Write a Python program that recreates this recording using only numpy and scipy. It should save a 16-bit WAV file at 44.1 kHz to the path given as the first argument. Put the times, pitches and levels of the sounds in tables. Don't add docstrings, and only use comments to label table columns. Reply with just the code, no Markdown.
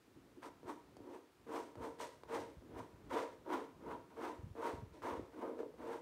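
import sys
import numpy as np
from scipy import signal
from scipy.fft import rfft, irfft
from scipy.io import wavfile
from scipy.ndimage import uniform_filter1d

SR = 44100
rng = np.random.default_rng(int(sys.argv[2]) if len(sys.argv) > 2 else 0)


def unload_wav(signal):
    wavfile.write(
        sys.argv[1],
        SR,
        np.round(np.clip(np.atleast_2d(signal).T, -1, 1) * 32767).astype(np.int16),
    )


N = 265173
TIME = np.arange(N) / SR
RING = np.arange(16384) / SR

# start_s, accent_s, lift_s, landing_db, easing_db_per_s, drag_db, rasp_db, hiss_db, balance_db, treble_db
STROKES = [ (0.144, 0.164, 0.32, 5, 260, -58, -76, -92, -16, 0),
           (0.347, .385, 0.38, -20, 353, -54, -80, -90, -14, 0),
           (.423, 0.461, 0.49, -1.5, 282, -51.5, -52, -67.5, -2.5, 3),
           (0.627, 0.696, 1.1, -25, 278, -47.5, -47.5, -68, -8.5, 7),
           (0.968, 1.154, 1.266, -19, 271, -51.5, -56.5, -76, -4, 5),
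           (1.467, 1.556, 1.73, -14.5, 182, -43, -44, -61, 0, 3.5),
           (1.75, 1.843, 2.04, -22, 249.5, -45, -46.5, -65.5, 0, 5),
           (1.988, 2.014, 2.23, -9, 203, -46.5, -49, -55.5, 7.5, 1),
           (2.279, 2.350, 2.627, -11.5, 168.5, -42.5, -44.5, -58, 3, -1),
           (2.614, 2.67, 2.69, -7, 200, -60, -79, -93, -11.5, 0),
           (2.686, 2.788, 3.007, -26, 227.5, -49, -49, -70, -2.5, 5),
           (3.1, 3.183, 3.37, -5.5, 185, -40.5, -41.5, -56, 5.5, -13),
           (3.447, 3.533, 3.673, -23, 176, -41, -40, -59, -1, -9),
           (3.799, 3.919, 4.06, -20, 275, -47, -47, -70, -2, -3.5),
           (4.098, 4.125, 4.25, 3.5, 123.5, -60.5, -66, -83, -5, -8),
           (4.16, 4.25, 4.52, -13.5, 169, -46, -44.5, -62.5, -0.5, -1),
           (4.553, 4.672, 4.83, -14, 185, -43.5, -43, -60, 4, -1),
           (4.925, 4.936, 5.02, -6, 115, -55.5, -67, -75, -5, -17),
           (5.025, 5.095, 5.384, -2, 150, -44, -45, -63.5, 2.5, -13),
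           (5.323, 5.40, 5.425, -10, 60, -51, -55, -77.5, -4.5, 0),
           (5.417, 5.438, 5.61, -0.5, 104, -41, -49, -77, 0, -1.5),
           (5.586, 5.595, 6, 0.5, 248, -46, -55.5, -72, 1, -3),
           (5.777, 5.930, 6.2, -11, 202, -45, -48, -67.5, 2, 2.5), ]
# start_s, level_db, low_hz, high_hz, tick_db
BLADE_TAPS = [ (.078, -57, 220, 425, -30), (.430, -43, 599, 1510, -21), (0.631, -47, 234, 450, -20),
              (.698, -40.5, 900, 1000, -38), (.968, -46.5, 280, 710, -9.5), (1.003, -45.5, 250, 344, -37),
              (1.467, -47.5, 260, 448, -33), (1.755, -45, 303, 864, -15), (1.988, -48, 300, 870, -11),
              (2.002, -37.5, 900, 1000, -30), (2.014, -39, 420, 600, -26), (2.235, -42.5, 335, 1000, -16),
              (2.297, -45, 400, 1170, -38), (2.623, -51.5, 280, 539.6, -26), (3.11, -44, 400, 1150, -30),
              (3.503, -35, 405, 1170, -32), (3.621, -45, 300, 510, -35), (3.914, -36.5, 895, 1000, -42),
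              (4.553, -45, 261.5, 543, -28), (4.734, -41, 239, 360, -31), (5.021, -43, 403, 1302, -27),
              (5.194, -36.5, 240, 380, -35), (5.591, -38.5, 360, 570, -30), (5.602, -34.5, 410, 452, -34),
              (5.631, -33.5, 403, 459, -45), (5.74, -50, 331, 561.6, -25), ]
# start_s, level_db, pitch_hz
FRAME_BUMPS = [ (0.153, -58, 102), (.64, -56.5, 112), (1.0, -60, 100), (1.769, -50.5, 104),
               (1.8, -53.5, 71.5), (2.567, -49.5, 72.5), (2.75, -57, 77.3), (2.8, -54.5, 110),
               (2.934, -49.5, 90), (4.382, -49, 77.6), (4.433, -40.5, 94), (4.461, -48, 146),
               (4.502, -44.5, 90), (4.732, -44.5, 85), (4.781, -44.5, 84), (4.823, -44.5, 112),
               (4.862, -54, 78), (4.911, -54.5, 75), (5.03, -55, 93), (5.118, -50, 87), (5.174, -49, 78),
               (5.207, -48.5, 96), ]
# pitch_hz, width_hz, level_db
CANVAS_MODES = [(247, 40, -7), (279, 14, 1), (296, 20, 0), (325, 34, -3), (361, 12, 2), (398, 12, -8),
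                (427, 12, 0), (463, 14, 3), (486, 16, -6), (507, 14, -2), (548, 14, -4), (581, 12, -5),
                (621, 16, -7), (666, 30, -8), (717, 40, -11), (811, 34, -10), (843, 12, -6), (903, 24, -4),
                (959, 20, 0), (1003, 26, -4), (1050, 32, -11), (1098, 40, -10), (1184, 24, -10),
                (1238, 22, -10), (1339, 30, -14), (1390, 26, -14), (1444, 40, -17), (1533, 40, -16)]
# frequency_hz, level_db
CLOTH_TONE = [(40, -80), (150, -30.5), (280, -4.5), (480, -7), (750, -0.5), (960, 0.5), (1250, 4.5),
              (1700, -5.5), (2500, -15.5), (5000, -32.5)]
# frequency_hz, level_db
CRUNCH_TONE = [(700, -32), (1250, -2.5), (1600, 5.5), (2100, 4), (2600, -3), (3300, -5), (4500, -14),
               (8000, -28)]
# frequency_hz, level_db
EDGE_TONE = [(1500, -8.5), (2700, -2.5), (3700, 1), (5000, -1.5), (6000, 0), (7400, -4.5), (8600, -2),
             (9500, -5), (10300, -16.5), (12000, -9.5), (15500, -36)]
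# frequency_hz, level_db
AIR_TONE = [(20, -48.5), (33, -27.5), (55, 0), (80, -0.5), (150, 0), (200, -3.5), (320, 1.5), (600, -10),
            (1000, -10.5), (2000, -16.5), (4000, -22), (8000, -27.5), (15500, -31.5)]


def knife_scrape(weave_db=-1, top_db=-7, slap_db=-8, crunch_db=-2, edge_share=0.59):
    lower_modes = canvas_ring(0, 410, damp_hz=3)
    upper_modes = canvas_ring(410, 640, damp_hz=3)
    bright_modes = canvas_ring(640, 1080, damp_hz=16)
    top_modes = canvas_ring(1080, SR, damp_hz=16)
    drag, rasp, hiss, balance, treble = stroke_envelopes()
    speed = np.sqrt(rasp / rasp.max())
    grip = undb(wander(rate_hz=70))
    slips = catches(500 + 1200 * speed, scatter_db=0.5) * grip
    threads = catches(800 + 3000 * speed, scatter_db=3.5) * grip
    grit = catches(1600 + 5500 * speed, scatter_db=2.5) * grip
    push = slips * drag / np.sqrt(1 + balance ** 2)
    drum = ring(push, lower_modes) + ring(push * balance, upper_modes)
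    weave = ring(threads * rasp, bright_modes)
    weave += undb(top_db) * ring(grit * rasp * np.sqrt(speed), top_modes)
    slap = ring(catches(4000, scatter_db=2) * rasp, colour(CLOTH_TONE))
    bite = rasp ** (1 - edge_share) * hiss ** edge_share
    grains = catches(1500 + 3000 * speed, scatter_db=2.5) * grip
    crunch = ring(grains * bite, colour(CRUNCH_TONE))
    edge = ring(grit * hiss, colour(EDGE_TONE))
    edge += (treble - 1) * butter(edge, 8100, "high", order=1)
    return drum + undb(weave_db) * weave + undb(slap_db) * slap + undb(crunch_db) * crunch + edge


def stroke_envelopes(contact_s=0.016, drag_lead_s=0.011):
    drag, rasp, hiss = np.zeros((3, N))
    balance, treble = np.ones((2, N))
    for start_s, accent_s, lift_s, landing_db, easing, *levels in STROKES:
        drag_db, rasp_db, hiss_db, balance_db, treble_db = levels
        contact = np.clip(np.minimum(TIME - start_s, lift_s - TIME) / contact_s + 0.5, 0, 1)
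        on = contact > 0
        attack_s = max(accent_s - start_s, contact_s)
        for layer, level_db, knee_s, attack_power, release_power in [
                (drag, drag_db, accent_s - drag_lead_s, 0.56, 0.76),
                (rasp, rasp_db, accent_s, 1.02, 1.13),
                (hiss, hiss_db, accent_s, 1.54, 0.79)]:
            attack_db = attack_power * landing_db * np.clip((knee_s - TIME[on]) / attack_s, 0, 1)
            release_db = -release_power * easing * np.maximum(TIME[on] - knee_s, 0)
            layer[on] += contact[on] * undb(level_db + attack_db + release_db)
        balance[on], treble[on] = undb(balance_db), undb(treble_db)
    return drag, rasp, hiss, balance, treble


def catches(rate_hz, scatter_db):
    chance = np.clip(rate_hz / SR, 0, 1)
    hit = rng.random(N) < chance
    size = undb(scatter_db * np.clip(rng.standard_normal(N), -2, 2)) * rng.choice([-1, 1], N)
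    return hit * size / size.std() / np.sqrt(chance)


def canvas_ring(low_hz, high_hz, polarity=-1, damp_hz=0):
    modes = 0
    for k, (pitch_hz, width_hz, level_db) in enumerate(CANVAS_MODES):
        if low_hz <= pitch_hz < high_hz:
            decay = np.exp(-np.pi * (width_hz + damp_hz) * RING)
            gain = polarity ** k * undb(level_db) * width_hz
            modes += gain * decay * np.cos(2 * np.pi * pitch_hz * RING)
    return unit(butter(modes, 200, "high", order=4))


def blade_taps(tick_s=0.0034, damp_s=0.27, ping_hz=4600, ping_s=0.0054, ping_db=-13):
    out = np.zeros(N)
    steel = unit(colour(EDGE_TONE) + colour(CRUNCH_TONE) / 2)
    ping = undb(ping_db) * np.exp(-RING / ping_s) * np.sin(2 * np.pi * ping_hz * RING)
    for start_s, level_db, low_hz, high_hz, tick_db in BLADE_TAPS:
        body = canvas_ring(low_hz - 30, high_hz + 30, polarity=1)
        knock = band(body * np.exp(-RING / damp_s), low_hz / 2, high_hz * 2, order=2)
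        knock /= np.abs(knock).max()
        burst = rng.standard_normal(len(RING)) * np.exp(-RING / tick_s)
        tick = ring(burst, steel)[:len(RING)]
        add(out, start_s, undb(level_db) * (knock + undb(tick_db) * (tick / 2 + ping)))
    return out


def frame_bumps(rise_s=0.0053, twist_ratio=1.66, twist_db=-12, rock_hz=62, rock_db=-7,
                settle_s=0.021, settle_db=-7):
    out = np.zeros(N)
    swell = (RING / (2 * rise_s)) ** 2 * np.exp(2 - RING / rise_s)
    rock = undb(rock_db) * np.sin(2 * np.pi * rock_hz * RING)
    for start_s, level_db, pitch_hz in FRAME_BUMPS:
        phase = 2 * np.pi * pitch_hz * RING
        motion = rock + np.sin(phase) + undb(twist_db) * np.sin(twist_ratio * phase)
        shudder = band(rng.standard_normal(len(RING)), 65, 172, order=4)
        settle = undb(settle_db) * shudder / shudder.std() * np.exp(-RING / settle_s)
        add(out, start_s - rise_s / 2, undb(level_db) * (swell * motion + settle))
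    return butter(out, 46, "high", order=5)


def frame_tremble(low_hz=60, high_hz=160, gain_db=-24):
    drag = stroke_envelopes()[0]
    tremble = band(rng.standard_normal(N), low_hz, high_hz, order=5)
    return undb(gain_db) * np.sqrt(drag * drag.mean()) * tremble / tremble.std()


def room_reverb(sound, t60_s=0.5, wet_db=-13.5, predelay_s=0.00567, high_cut_hz=7000):
    decay = undb(-60 * RING / t60_s) * (RING > predelay_s)
    tail = butter(rng.standard_normal(len(RING)) * decay, high_cut_hz, "low", order=1)
    return sound + undb(wet_db) * ring(sound, unit(tail))


def room_air(level_db=-67.5, waver_db=4.5):
    noise = ring(rng.standard_normal(N), colour(AIR_TONE))
    rumble = butter(noise, 620, "low", order=1)
    waver = undb(waver_db * wander(rate_hz=6))
    return undb(level_db) * (noise + (waver - 1) * rumble)


def colour(points):
    hz, db = np.transpose(points)
    half = len(RING) // 2
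    bins_hz = np.arange(half + 1) * SR / len(RING)
    curve_db = np.interp(np.log(bins_hz + 1), np.log(hz), db)
    cepstrum = irfft(np.log(undb(curve_db)))
    cepstrum[1:half] *= 2
    cepstrum[half + 1:] = 0
    return unit(irfft(np.exp(rfft(cepstrum))))


def wander(rate_hz):
    hold = int(SR / rate_hz)
    steps = np.repeat(rng.standard_normal(N // hold + 1), hold)[:N]
    smooth = uniform_filter1d(steps, hold)
    return smooth / smooth.std()


def undb(db):
    return 10 ** (np.asarray(db) / 20)


def unit(response):
    return response / np.sqrt(np.sum(response ** 2))


def ring(push, response):
    return signal.fftconvolve(push, response)[:N]


def butter(x, hz, kind, order):
    return signal.sosfilt(signal.butter(order, hz, kind, fs=SR, output="sos"), x)


def band(x, low_hz, high_hz, order):
    return butter(butter(x, low_hz, "high", order), high_hz, "low", order)


def add(out, start_s, sound):
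    start = max(int(start_s * SR), 0)
    out[start:start + len(sound)] += sound[:N - start]


def scene():
    knife = room_reverb(knife_scrape() + blade_taps())
    return (knife + frame_bumps() + frame_tremble() + room_air())[None]


def record(dry, high_cut_hz=15700):
    return signal.sosfilt(signal.ellip(10, 0.2, 70, high_cut_hz, fs=SR, output="sos"), dry)


dry = scene()
out = record(dry)
unload_wav(out)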